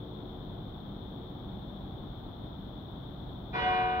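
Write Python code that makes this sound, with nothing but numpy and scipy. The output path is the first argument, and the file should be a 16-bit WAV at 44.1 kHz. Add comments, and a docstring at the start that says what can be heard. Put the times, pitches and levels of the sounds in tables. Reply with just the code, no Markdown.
"""On a cloister lawn, a large bell is heard, struck once high in a stone tower.
The clapper's blow makes a clang and sets many tones ringing. They swell as the walls throw them
back, then fade. Low tones from earlier strokes still linger in the air.
Behind it all lie the rumble of traffic in a distant town and a thin, steady hiss."""
import sys
import numpy as np
from scipy import signal
from scipy.fft import rfft, irfft
from scipy.io import wavfile

SR = 44100
rng = np.random.default_rng(int(sys.argv[2]) if len(sys.argv) > 2 else 0)


def inscribe(sig):
    """Save sig as 16-bit PCM at rate SR to the path in sys.argv[1].

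    A 1-D sig is mono; a 2-D sig holds one channel per row.
    Samples are clipped to [-1, 1] before scaling.
    """
    pcm = np.round(np.clip(np.atleast_2d(sig).T, -1, 1) * 32767)
    wavfile.write(sys.argv[1], SR, pcm.astype(np.int16))


N = 176400
TIME = np.arange(N) / SR
BINS_HZ = np.maximum(np.arange(N // 2 + 1) * SR / N, 1)
SIDES = np.array([[1], [-1]])   # left ear, right ear

# Below, pan is how much louder the left ear is, and a fade time is how long a 60 dB drop takes.
# Likeness is how alike the two ears are, from 0 (unrelated) to 1 (the same).

# Tone colour of the even hiss: pitch_hz, relative_level_db
HISS_COLOUR = [(2000, -8), (4600, -5), (5600, -6), (7400, -20), (9200, -21), (10300, -17), (12200, -6),
               (14000, -3.5), (15300, 0)]
# Tone colour of a narrow, sizzling band of hiss: pitch_hz, relative_level_db
SIZZLE_COLOUR = [(2400, -48.5), (2850, -23), (3200, -6.5), (3520, 1.5), (3850, -8.5), (4250, -18.5),
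                 (4700, -39), (5600, -70.5)]
# Tone colour of the distant traffic: pitch_hz, relative_level_db
TOWN_COLOUR = [(10, -32), (22, -18.5), (36, -0.5), (55, 1), (82, -3.5), (115, 1.5), (165, -1), (235, -4.5),
               (320, -7), (430, -14.5), (550, -15), (740, -13), (1000, -19), (1300, -23), (1800, -33.5),
               (2600, -42), (5000, -65), (9000, -86.5)]
# How alike the traffic sounds in both ears: pitch_hz, likeness
TOWN_LIKENESS = [(30, 0.98), (120, 0.97), (250, 0.9), (500, 0.58), (900, 0.28), (2000, 0.027)]
# Which side the traffic leans to: pitch_hz, pan_db
TOWN_PAN = [(50, -0.5), (150, 0), (300, 3), (700, 1), (1500, 2.5), (4000, -5.5)]
# Low tones still ringing from earlier strokes: pitch_hz, level_db, pan_db, fade_s, beat_hz, beat_depth
LINGERING_TONES = [(195.4, -53.5, 3, 45, 1.0, .5), (292.8, -55.5, 3, 28, 1.2, .25),
                   (364.3, -55, 4, 14, 1.0, .4), (393, -65, 6, 28, 1.4, .4), (456.4, -60, 8, 22, .8, .15),
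                   (520, -62, 8, 12, .7, .15)]
# Tone colour of the clapper's clang, smeared by the walls: pitch_hz, relative_level_db
CLANG_COLOUR = [(150, -16), (310, 2), (600, -1), (1000, 0), (1300, -4), (2000, -10), (2700, -14),
                (3500, -16), (4500, -24), (5600, -31), (6400, -40), (7200, -55), (8500, -75)]
# The bell's ringing tones and their wall echoes:
# pitch_hz, level_db, pan_db, fade_s, echo_share, echo_delay_s
BELL_TONES = [(363.7, -42.0, 8.0, 14.0, 0.45, 0.135), (455.9, -40.7, 6.0, 6.2, 0.29, 0.164),
              (574.7, -44.1, 1.0, 3.1, 0.74, 0.058), (738.2, -26.8, 1.0, 5.2, 0.77, 0.099),
              (961.3, -34.8, -5.0, 3.1, 0.68, 0.049), (968.0, -44.0, 2.0, 2.5, 0.5, 0.06),
              (984.0, -36.8, 4.0, 1.3, 0.48, 0.154), (996.2, -38.9, 2.0, 2.1, 0.54, 0.22),
              (1087.4, -32.0, 2.0, 1.8, 0.71, 0.14), (1229.4, -41.3, -3.0, 6.1, 0.39, 0.123),
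              (1482.8, -39.3, 2.0, 12.0, 0.12, 0.1), (1529.0, -50.3, 3.0, 3.5, 0.4, 0.08),
              (1539.6, -44.0, 5.0, 2.6, 0.46, 0.109), (1555.8, -38.8, 9.0, 2.6, 0.69, 0.051),
              (1665.5, -46.0, 3.0, 2.9, 0.77, 0.066), (1762.7, -48.2, -5.0, 2.8, 0.35, 0.145),
              (1794.3, -48.0, 2.0, 1.9, 0.58, 0.161), (1809.5, -58.3, 0.0, 2.0, 0.4, 0.08),
              (1931.9, -37.3, -1.0, 1.8, 0.55, 0.02), (1957.8, -53.3, 0.0, 1.6, 0.4, 0.04),
              (2034.9, -48.6, -1.0, 2.2, 0.61, 0.018), (2117.7, -41.7, -6.0, 1.3, 0.69, 0.073),
              (2206.8, -50.4, -2.0, 4.1, 0.49, 0.089), (2230.7, -53.6, 4.0, 4.0, 0.14, 0.11),
              (2403.6, -36.3, -1.0, 2.2, 0.5, 0.15), (2440.0, -60.3, 4.0, 2.5, 0.6, 0.04),
              (2602.8, -50.1, -2.0, 1.3, 0.64, 0.065), (2647.9, -45.5, 1.0, 1.9, 0.67, 0.227),
              (2755.9, -53.9, -3.0, 2.3, 0.45, 0.25), (2823.2, -47.3, -4.0, 1.0, 0.86, 0.116),
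              (2915.7, -40.5, -11.0, 2.4, 0.88, 0.045), (2963.5, -55.8, -2.0, 1.5, 0.51, 0.022),
              (3214.2, -52.5, 0.0, 1.7, 0.76, 0.045), (3302.0, -57.8, -2.0, 2.3, 0.64, 0.03),
              (3450.4, -43.9, 0.0, 1.2, 0.59, 0.08), (3674.8, -60.9, 8.0, 2.4, 0.62, 0.04),
              (3981.0, -58.5, 0.0, 1.8, 0.3, 0.05), (3994.1, -49.0, 7.0, 1.6, 0.4, 0.17),
              (4546.9, -56.4, -5.0, 1.2, 0.61, 0.069), (5118.2, -59.5, -12.0, 1.2, 0.7, 0.07),
              (5686.8, -70.0, -6.0, 0.8, 0.82, 0.055), (6177.3, -78.4, -12.0, 0.8, 0.72, 0.048),
              (6262.1, -74.4, -9.0, 0.8, 0.87, 0.06)]
# How far ahead the bell's wave is at the left ear: pitch_hz, lead_radians
LEFT_EAR_LEAD = [(400, -0.7), (575, 0.5), (740, .5), (970, -1.67), (1090, -2), (1230, -2.5), (1670, -2),
                 (1930, -1.76), (2100, -2.2), (2400, -0.74), (2800, 2.2), (2920, 1.3), (4000, 2)]

STRIKE_S = 3.527


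def from_db(db):
    """Turn decibels into a number to multiply a sound by."""
    return 10 ** (np.asarray(db) / 20)


def at_hz(table, hz):
    """Read a table at any pitch, sliding between its rows on a musical scale."""
    rows = np.array(table)
    return np.interp(np.log(hz), np.log(rows[:, 0]), rows[:, 1])


def pan(db):
    """Share a sound between left and right while keeping its total power."""
    gains = from_db(SIDES * db / 2)
    return gains / np.sqrt(np.mean(gains ** 2, axis=0))


def fade(age, fade_s):
    """Die away by 60 dB every fade_s seconds."""
    return np.exp(-np.log(1000) * np.maximum(age, 0) / fade_s)


def rise(age, rise_s):
    """Climb from 0 to 1 in rise_s seconds."""
    return np.clip(age / rise_s, 0, 1)


def noise(colour, likeness):
    """Stereo noise of strength 1, with a given tone colour and likeness between the ears."""
    shared, opposite = rfft(rng.standard_normal((2, N)))
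    ears = np.sqrt(1 + likeness) * shared + np.sqrt(1 - likeness) * opposite * SIDES
    sound = irfft(from_db(at_hz(colour, BINS_HZ)) * ears, N)
    return sound / sound.std()


def drift(rate_hz):
    """A slow random wander around 0, typically about 1 in size."""
    wander = irfft(rfft(rng.standard_normal(N)) / (1 + (BINS_HZ / rate_hz) ** 2), N)
    return (wander - wander.mean()) / wander.std()


def hiss():
    """Thin, even microphone hiss, with a narrow sizzling band mostly on the left."""
    even = from_db(-71) * pan(db=0.5) * noise(HISS_COLOUR, likeness=0.02)
    sizzle = from_db(-57) * pan(db=15) * noise(SIZZLE_COLOUR, likeness=0.02)
    return even + sizzle


def distant_town():
    """Far traffic blends into a smooth roar whose deepest rumble slowly grows."""
    rumble_hz, growth_db_per_s = 60, 1.0
    level_db, waver_db = -42, 0.38
    traffic = noise(TOWN_COLOUR, at_hz(TOWN_LIKENESS, BINS_HZ))
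    spectrum = rfft(traffic) * pan(at_hz(TOWN_PAN, BINS_HZ))
    deep_share = 1 / (1 + (BINS_HZ / rumble_hz) ** 4)
    rumble = irfft(spectrum * deep_share, N)
    roar = irfft(spectrum * (1 - deep_share), N)
    growth = from_db(growth_db_per_s * (TIME - TIME.mean()))
    level = from_db(level_db - waver_db * drift(rate_hz=7.5))
    return level * (roar + growth * rumble)


def lingering_hum():
    """The bell still hums from earlier strokes: pairs of close, low tones that slowly throb (beat)."""
    out = np.zeros((2, N))
    for hz, level_db, pan_db, fade_s, beat_hz, beat_depth in LINGERING_TONES:
        phase, partner_phase = 2 * np.pi * rng.random(2)
        tone = np.sin(2 * np.pi * hz * TIME + phase)
        partner = beat_depth * np.sin(2 * np.pi * (hz + beat_hz) * TIME + partner_phase)
        out += np.sqrt(2) * from_db(level_db) * pan(pan_db) * fade(TIME, fade_s) * (tone + partner)
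    return out


def clapper_clang():
    """The blow wakes many weak, short-lived tones; the courtyard blurs part of them into a wash."""
    tones_per_hz, tone_share, treble_hz = 0.03, 0.4, 3200
    age = TIME - STRIKE_S
    wash = noise(CLANG_COLOUR, likeness=0.17)
    # A few pitches picked at random from the noise ring as tones.
    picked = rng.random(len(BINS_HZ)) < tones_per_hz * SR / N
    tones = irfft(rfft(wash) * picked, N)
    clang = np.sqrt(tone_share) * tones / tones.std() + np.sqrt(1 - tone_share) * wash
    body = irfft(rfft(clang) / (1 + (BINS_HZ / treble_hz) ** 4), N)
    treble = clang - body
    dying = body * fade(age, fade_s=2.0) + treble * fade(age, fade_s=1.5)
    return from_db(-37.3) * rise(age, rise_s=0.042) * dying


def scattered_echoes(age, hz):
    """Many weak echoes add up at each ear and make a tone waver, high tones most of all."""
    db_at_1khz, db_per_octave, memory_s = -11.5, 2, 0.016
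    # Complex numbers give each echo its own strength and its own place in the wave (phase).
    real, imag = rng.standard_normal((2, 2, len(age)))
    echoes = (real + 1j * imag) * fade(age, fade_s=3)
    # Smooth them twice over, making up for the strength that smoothing takes away.
    carry = np.exp(-1 / (memory_s * SR))
    make_up_gain = np.sqrt(2 * (1 - carry) ** 3)
    waver = signal.lfilter([make_up_gain], [1, -2 * carry, carry ** 2], echoes)
    return from_db(db_at_1khz + db_per_octave * np.log2(hz / 1000)) * waver


def bell():
    """Each tone of the struck bell arrives directly, swells with its wall echo, wavers and dies away."""
    out = np.zeros((2, N))
    ringing = TIME >= STRIKE_S
    age = TIME[ringing] - STRIKE_S
    for hz, level_db, pan_db, fade_s, echo_share, echo_delay_s in BELL_TONES:
        direct = (1 - echo_share) * rise(age, rise_s=0.029)
        wall_echo = echo_share * rise(age - echo_delay_s, rise_s=0.046)
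        ear_shift = SIDES * at_hz(LEFT_EAR_LEAD, hz) / 2
        phase = 2 * np.pi * (hz * age + rng.random()) + ear_shift
        waver = 1 + scattered_echoes(age, hz)
        tone = (direct + wall_echo) * np.real(waver * np.exp(1j * phase))
        out[:, ringing] += np.sqrt(2) * from_db(level_db) * pan(pan_db) * fade(age, fade_s) * tone
    return out


def scene():
    """One stroke of the bell over the quiet of the cloister."""
    return bell() + clapper_clang() + lingering_hum() + distant_town() + hiss()


def record(dry):
    """Cut away the very highest treble steeply."""
    cutoff_hz = 15750
    low_pass = signal.ellip(N=12, rp=0.1, rs=80, Wn=cutoff_hz, fs=SR, output="sos")
    return signal.sosfilt(low_pass, dry)


dry = scene()
out = record(dry)
inscribe(out)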